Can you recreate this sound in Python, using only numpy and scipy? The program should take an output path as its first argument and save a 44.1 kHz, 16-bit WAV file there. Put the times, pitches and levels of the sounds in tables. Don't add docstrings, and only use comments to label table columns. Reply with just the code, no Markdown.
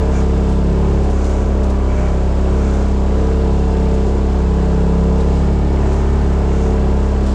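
import sys
import numpy as np
from scipy import signal
from scipy.fft import rfft, irfft, next_fast_len
from scipy.io import wavfile

SR = 44100
rng = np.random.default_rng(int(sys.argv[2]) if len(sys.argv) > 2 else 0)


def file_out(sig):
    cols = np.atleast_2d(sig).T
    lim = np.clip(cols, -1, 1)
    pcm = np.round(lim * 32767).astype(np.int16)
    wavfile.write(sys.argv[1], SR, pcm)


N = 323848

# start in seconds, relative level in dB.
CRUST_BREAKS = [(0.488, -39), (0.52, -44), (1.03, -41), (1.099, -40), (1.243, -36), (1.293, -40),
                (1.633, -37), (1.698, -39), (2.737, -40), (3.939, -41), (4.066, -43), (5.205, -41),
                (5.918, -38), (7.261, -38), (7.289, -43)]
# frequency in Hz, relative level in dB.
HISS_TONE = [(800,-25),(2000,-4.5),(3000,2.5),(4000,2.5),(5200,1.5),(6200,-3.5),(7200,0.5),(7900,-2.5),(9000,-12),(10200,-19),(11200,-31),(15000,-33.5)]
# time in seconds, level in dB.
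HISS_LOUDNESS = [(0.05, -45.5), (1.16, -46.5), (1.24, -45), (1.47, -49), (2.8, -44.5), (3.0, -47),
                 (3.19, -45), (5.13, -46.5), (5.21, -43), (5.23, -47), (5.37, -43), (5.54, -46.5),
                 (7.2, -46), (7.32, -42.5)]
# time of the peak in seconds, fade time in seconds,
# scrunch level in dB, relative rubbing level in dB.
TREAD_BITES = [(0.176, 0.065, -43.5, -44), (1.28, .19, -46, -47), (2.014, 0.14, -49, -46),
               (2.686, 0.21, -49.5, -43.5), (3.27, .12, -60, -48), (5.929, 0.13, -49, -54),
               (6.62, 0.15, -48, -47)]
# frequency in Hz, width in Hz, relative level in dB.
RUB_RESONANCES = [(1355, 370, 3), (2256, 330, -4)]
# time of the peak in seconds, level in dB.
CHASSIS_SQUEAKS = [(0.17, -43.5), (1.8, -47), (1.91, -42), (1.98, -47), (2.07, -43)]
# frequency in Hz, relative level in dB.
RASP_TONE = [(14,-13.5),(50,-6),(100,0.5),(175,-4),(280,-8.5),(390,0.5),(510,-10),(630,-7),(900,-12),(1120,-19.5),(1400,-20.5),(1850,-25.5),(3000,-30),(7000,-62.5)]
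# frequency in Hz, width in Hz, relative level in dB.
BODY_PANELS = [(994,35,1.5),(2270,29,-8.5),(2610,98,-12.5),(5020,83,9.5)]
# time in seconds, relative level in dB.
CLATTER_LOUDNESS = [(0.05, -38), (0.19, -33), (0.31, -44), (1.8, -38.5), (2.07, -32), (2.23, -39),
                    (2.82, -38), (2.92, -42), (3.22, -38), (3.52, -44), (3.95, -38), (4.53, -44),
                    (4.59, -34.5), (5.1, -45), (6.07, -34), (7.3, -39)]
# time in seconds, engine cycles per second.
ENGINE_SPEED = [(0.0, 34.14), (0.61, 34.2), (0.86, 35.36), (1.14, 33.66), (1.41, 33.83), (1.68, 33.47),
                (2.39, 33.56), (2.68, 34.14), (2.92, 33.43), (3.15, 33.66), (3.41, 34.42), (4.37, 33.54),
                (5.19, 34.33), (5.56, 35.2), (5.78, 34.8), (6.21, 35.09), (6.48, 34.44), (7.34, 33.69)]
# harmonic
# number (rounded when used), cycles per second at which it sings loudest, relative level in dB.
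ENGINE_WHINES = [(9, 34.9, -38.5), (11, 35.5, -28.5), (18, 33.8, -44), (24, 35.55, -32), (26, 34.3, -49),
                 (29, 34.1, -52.5), (34, 33.55, -47), (35, 35.0, -47), (48, 34.0, -51.5), (51, 35.0, -48.5),
                 (63.5, 34.9, -50.5), (79.8, 34.25, -53.5), (103.3, 34.25, -56.5)]
# frequency in Hz, width in Hz.
PIPE_RESONANCES = [(167,45),(425,100),(620,70)]
# harmonic number, relative level in dB.
EXHAUST_HARMONICS = [(1, -6.5), (2, -2), (3, -18), (4, -14), (7, -17), (8, -20), (9, -17.5), (10, -25),
                     (11, -17.5), (12, -21), (14, -25), (15, -32.5), (16, -22.5), (17, -28), (18, -24),
                     (19, -31.5), (20, -31.5), (21, -30), (22, -27), (23, -38.5), (24, -32.5), (25, -46.5),
                     (26, -30), (27, -43.5), (28, -56.5), (29, -33.5), (30, -33), (31, -69.5), (32, -38.5)]
# time in seconds, relative level in dB.
BOOM_LOUDNESS = [(0.0, -26), (0.88, -19.5), (1.06, -29), (1.88, -32), (2.02, -24.5), (2.66, -28.5),
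                 (3.9, -21.5), (4.21, -32), (4.5, -20), (5.01, -18.5), (5.68, -25), (5.85, -33),
                 (5.97, -31), (6.09, -37), (6.21, -23.5), (7.01, -24.5), (7.09, -36), (7.34, -31)]
DRONE_LOUDNESS = [(0.05, -28.5), (0.17, -24), (1.28, -27), (1.76, -25), (2.19, -31), (2.35, -25.5),
                  (4.83, -23.5), (6.43, -29), (6.61, -25), (7.3, -25.5)]
GROWL_LOUDNESS = [(0.05, -25), (1.24, -29.5), (2.39, -37.5), (2.41, -43), (2.57, -25), (2.87, -31),
                  (3.34, -21.5), (3.58, -27), (3.99, -22.5), (4.17, -28), (5.2, -23.5), (5.46, -33),
                  (5.84, -33), (6.03, -37.5), (6.65, -23.5), (7.3, -31.5)]

HUM, BOOM, DRONE, GROWL = 4, 5, 6, 13
CRUISE_HZ = 34.2


def gain(db):
    return 10 ** (np.asarray(db) / 20)


def unit(x):
    return x / np.sqrt(np.mean(x ** 2))


def curve(table):
    return np.interp(np.arange(N) / SR, *np.transpose(table))


def wander(rate):
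    steps = rng.standard_normal(1024)
    return unit(np.interp(np.arange(N) / SR * rate, np.arange(len(steps)), steps))


def swell(peak_s, fade_s):
    return np.exp(-((np.arange(N) / SR - peak_s) / fade_s) ** 2)


def shape_tone(x, points):
    hz, db = np.transpose(points)
    size = 2 * next_fast_len(N // 2 + 1)
    freqs = np.maximum(np.fft.rfftfreq(size, 1 / SR), 1)
    gains = gain(np.interp(np.log(freqs), np.log(hz), db))
    return irfft(rfft(x, size) * gains)[:N]


def ring(x, hz, width_hz):
    return signal.lfilter(*signal.iirpeak(hz, hz / width_hz, fs=SR), x)


def noise_band(hz, width_hz):
    return unit(ring(ring(rng.standard_normal(N), hz, width_hz), hz, width_hz))


def snow_crust(trim_db=-3, grain_db=9, rise_s=.001, decay_s=.024):
    t, bursts = np.arange(N) / SR, 0
    for start, db in CRUST_BREAKS:
        age = np.maximum(t - start, 0)
        bursts += gain(db + trim_db) * (1 - np.exp(-age / rise_s)) * np.exp(-age / decay_s)
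    grains = rng.standard_normal(N) * gain(grain_db * np.clip(rng.standard_normal(N), -2.5, 2.5))
    icy_tone = [(1000, -12), (3000, 4), (7500, 4), (10000, -6), (11500, -22), (15000, -18)]
    return bursts * unit(shape_tone(grains, icy_tone))


def tyres(cycle, rolling_db=-55, patchy_db=2, grain_db=1, shake=.13, grain_samples=32):
    noise = rng.standard_normal((2, N))
    grain_levels = grain_db * rng.standard_normal((2, N // grain_samples + 1))
    loose, packed = noise * gain(np.repeat(grain_levels, grain_samples, axis=1)[:, :N])
    engine_shake = 1 + shake * (np.cos(cycle) + np.cos(2 * cycle) / 2)
    hiss = unit(shape_tone(loose * engine_shake, HISS_TONE)) * gain(curve(HISS_LOUDNESS))
    packed_tone = [(4000, -26.5), (5500, -6.5), (6000, -1), (7000, -2.5), (8000, -9), (9500, -18),
                   (11000, -46.5)]
    rolling = gain(rolling_db + patchy_db * wander(6.4))
    biting = sum(gain(db) * swell(at, fade) for at, fade, db, _ in TREAD_BITES)
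    return hiss + unit(shape_tone(packed, packed_tone)) * np.hypot(rolling, biting)


def tread_rub():
    biting = sum(gain(db) * swell(at, fade) for at, fade, _, db in TREAD_BITES)
    return biting * sum(gain(db) * noise_band(hz, width) for hz, width, db in RUB_RESONANCES)


def chassis():
    flexing = sum(gain(db) * swell(at, fade_s=.027) for at, db in CHASSIS_SQUEAKS)
    squeaks = noise_band(hz=2310, width_hz=170) * flexing
    tick = noise_band(hz=3910, width_hz=500) * gain(-41) * swell(peak_s=5.211, fade_s=.0083)
    return squeaks + tick


def rasp(cycle, speed, rasp_db=-26, rise_db_per_hz=.06, waver_db=.5, clatter_trim_db=-7):
    surge = 1 - .17 * np.cos(cycle) + .11 * np.cos(2 * cycle)
    noise = shape_tone(rng.standard_normal(N) * surge, RASP_TONE)
    panels = sum(gain(db) * ring(noise, hz, width) for hz, width, db in BODY_PANELS)
    clatter_db = curve(CLATTER_LOUDNESS) + clatter_trim_db
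    clatter = noise_band(hz=1400, width_hz=1100) * surge * gain(clatter_db)
    level_db = rasp_db + rise_db_per_hz * (speed - CRUISE_HZ) + waver_db * wander(8)
    return clatter + unit(noise + panels) * gain(level_db)


def whines(cycle, phase, speed, trim_db=-2.5, reach_hz=.4, waver=.51):
    out = 0
    for harmonic, loudest_speed, db in ENGINE_WHINES:
        k = round(harmonic)
        nearness = 1 / (1 + ((speed - loudest_speed) / reach_hz) ** 2)
        tone = np.sqrt(2) * np.cos(k * cycle + phase[k] + waver * wander(10))
        out += gain(db + trim_db) * nearness * tone
    return out


def firing_phases(count=128, second_strength=.7, second_at_cycles=.4, scatter=.9):
    k = np.arange(count)
    hz = k * CRUISE_HZ
    firings = -(1 + second_strength * np.exp(-2j * np.pi * k * second_at_cycles))
    lag = 2 * sum(np.arctan2(width * hz, centre ** 2 - hz ** 2) for centre, width in PIPE_RESONANCES)
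    blur = scatter * np.clip((k - 6) / 6, 0, 3) * rng.standard_normal(count)
    return np.where(k > 2, np.angle(firings) - lag + blur, 0)


def exhaust(cycle, phase, speed, note_db=-13.5, fade_db=-.71, hum_db_per_hz=5.5, flutter_rate=6):
    levels = {k: note_db + db + np.interp(k, [2, 7, 20], [0, -3, -1]) for k, db in EXHAUST_HARMONICS}
    top = max(levels)
    for step in range(18):
        levels[top + 1 + step] = levels[top] + fade_db * step
    levels[HUM] += hum_db_per_hz * (speed - CRUISE_HZ)
    levels[BOOM] = curve(BOOM_LOUDNESS) - 1
    levels[DRONE] = curve(DRONE_LOUDNESS)
    levels[GROWL] = curve(GROWL_LOUDNESS) - 2
    out = 0
    for k, db in sorted(levels.items()):
        unrest = .015 + .2 * min(k / 10, 2) ** 1.3
        flutter = (1 + unrest * wander(flutter_rate)) / np.hypot(1, unrest)
        wobble = unrest * wander(flutter_rate)
        if k == GROWL:
            flutter = 1
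            wobble += .35 * wander(68)
        out += np.sqrt(2) * gain(db) * flutter * np.cos(k * cycle + phase[k] + wobble)
    return out


def scene():
    speed = curve(ENGINE_SPEED)
    cycle = 2 * np.pi * np.cumsum(speed) / SR
    phase = firing_phases()
    engine = exhaust(cycle, phase, speed) + whines(cycle, phase, speed) + rasp(cycle, speed)
    return (engine + tread_rub() + chassis() + tyres(cycle) + snow_crust())[None]


def record(dry):
    return signal.sosfilt(signal.ellip(8, .2, 70, 15250, fs=SR, output="sos"), dry)


dry = scene()
out = record(dry)
file_out(out)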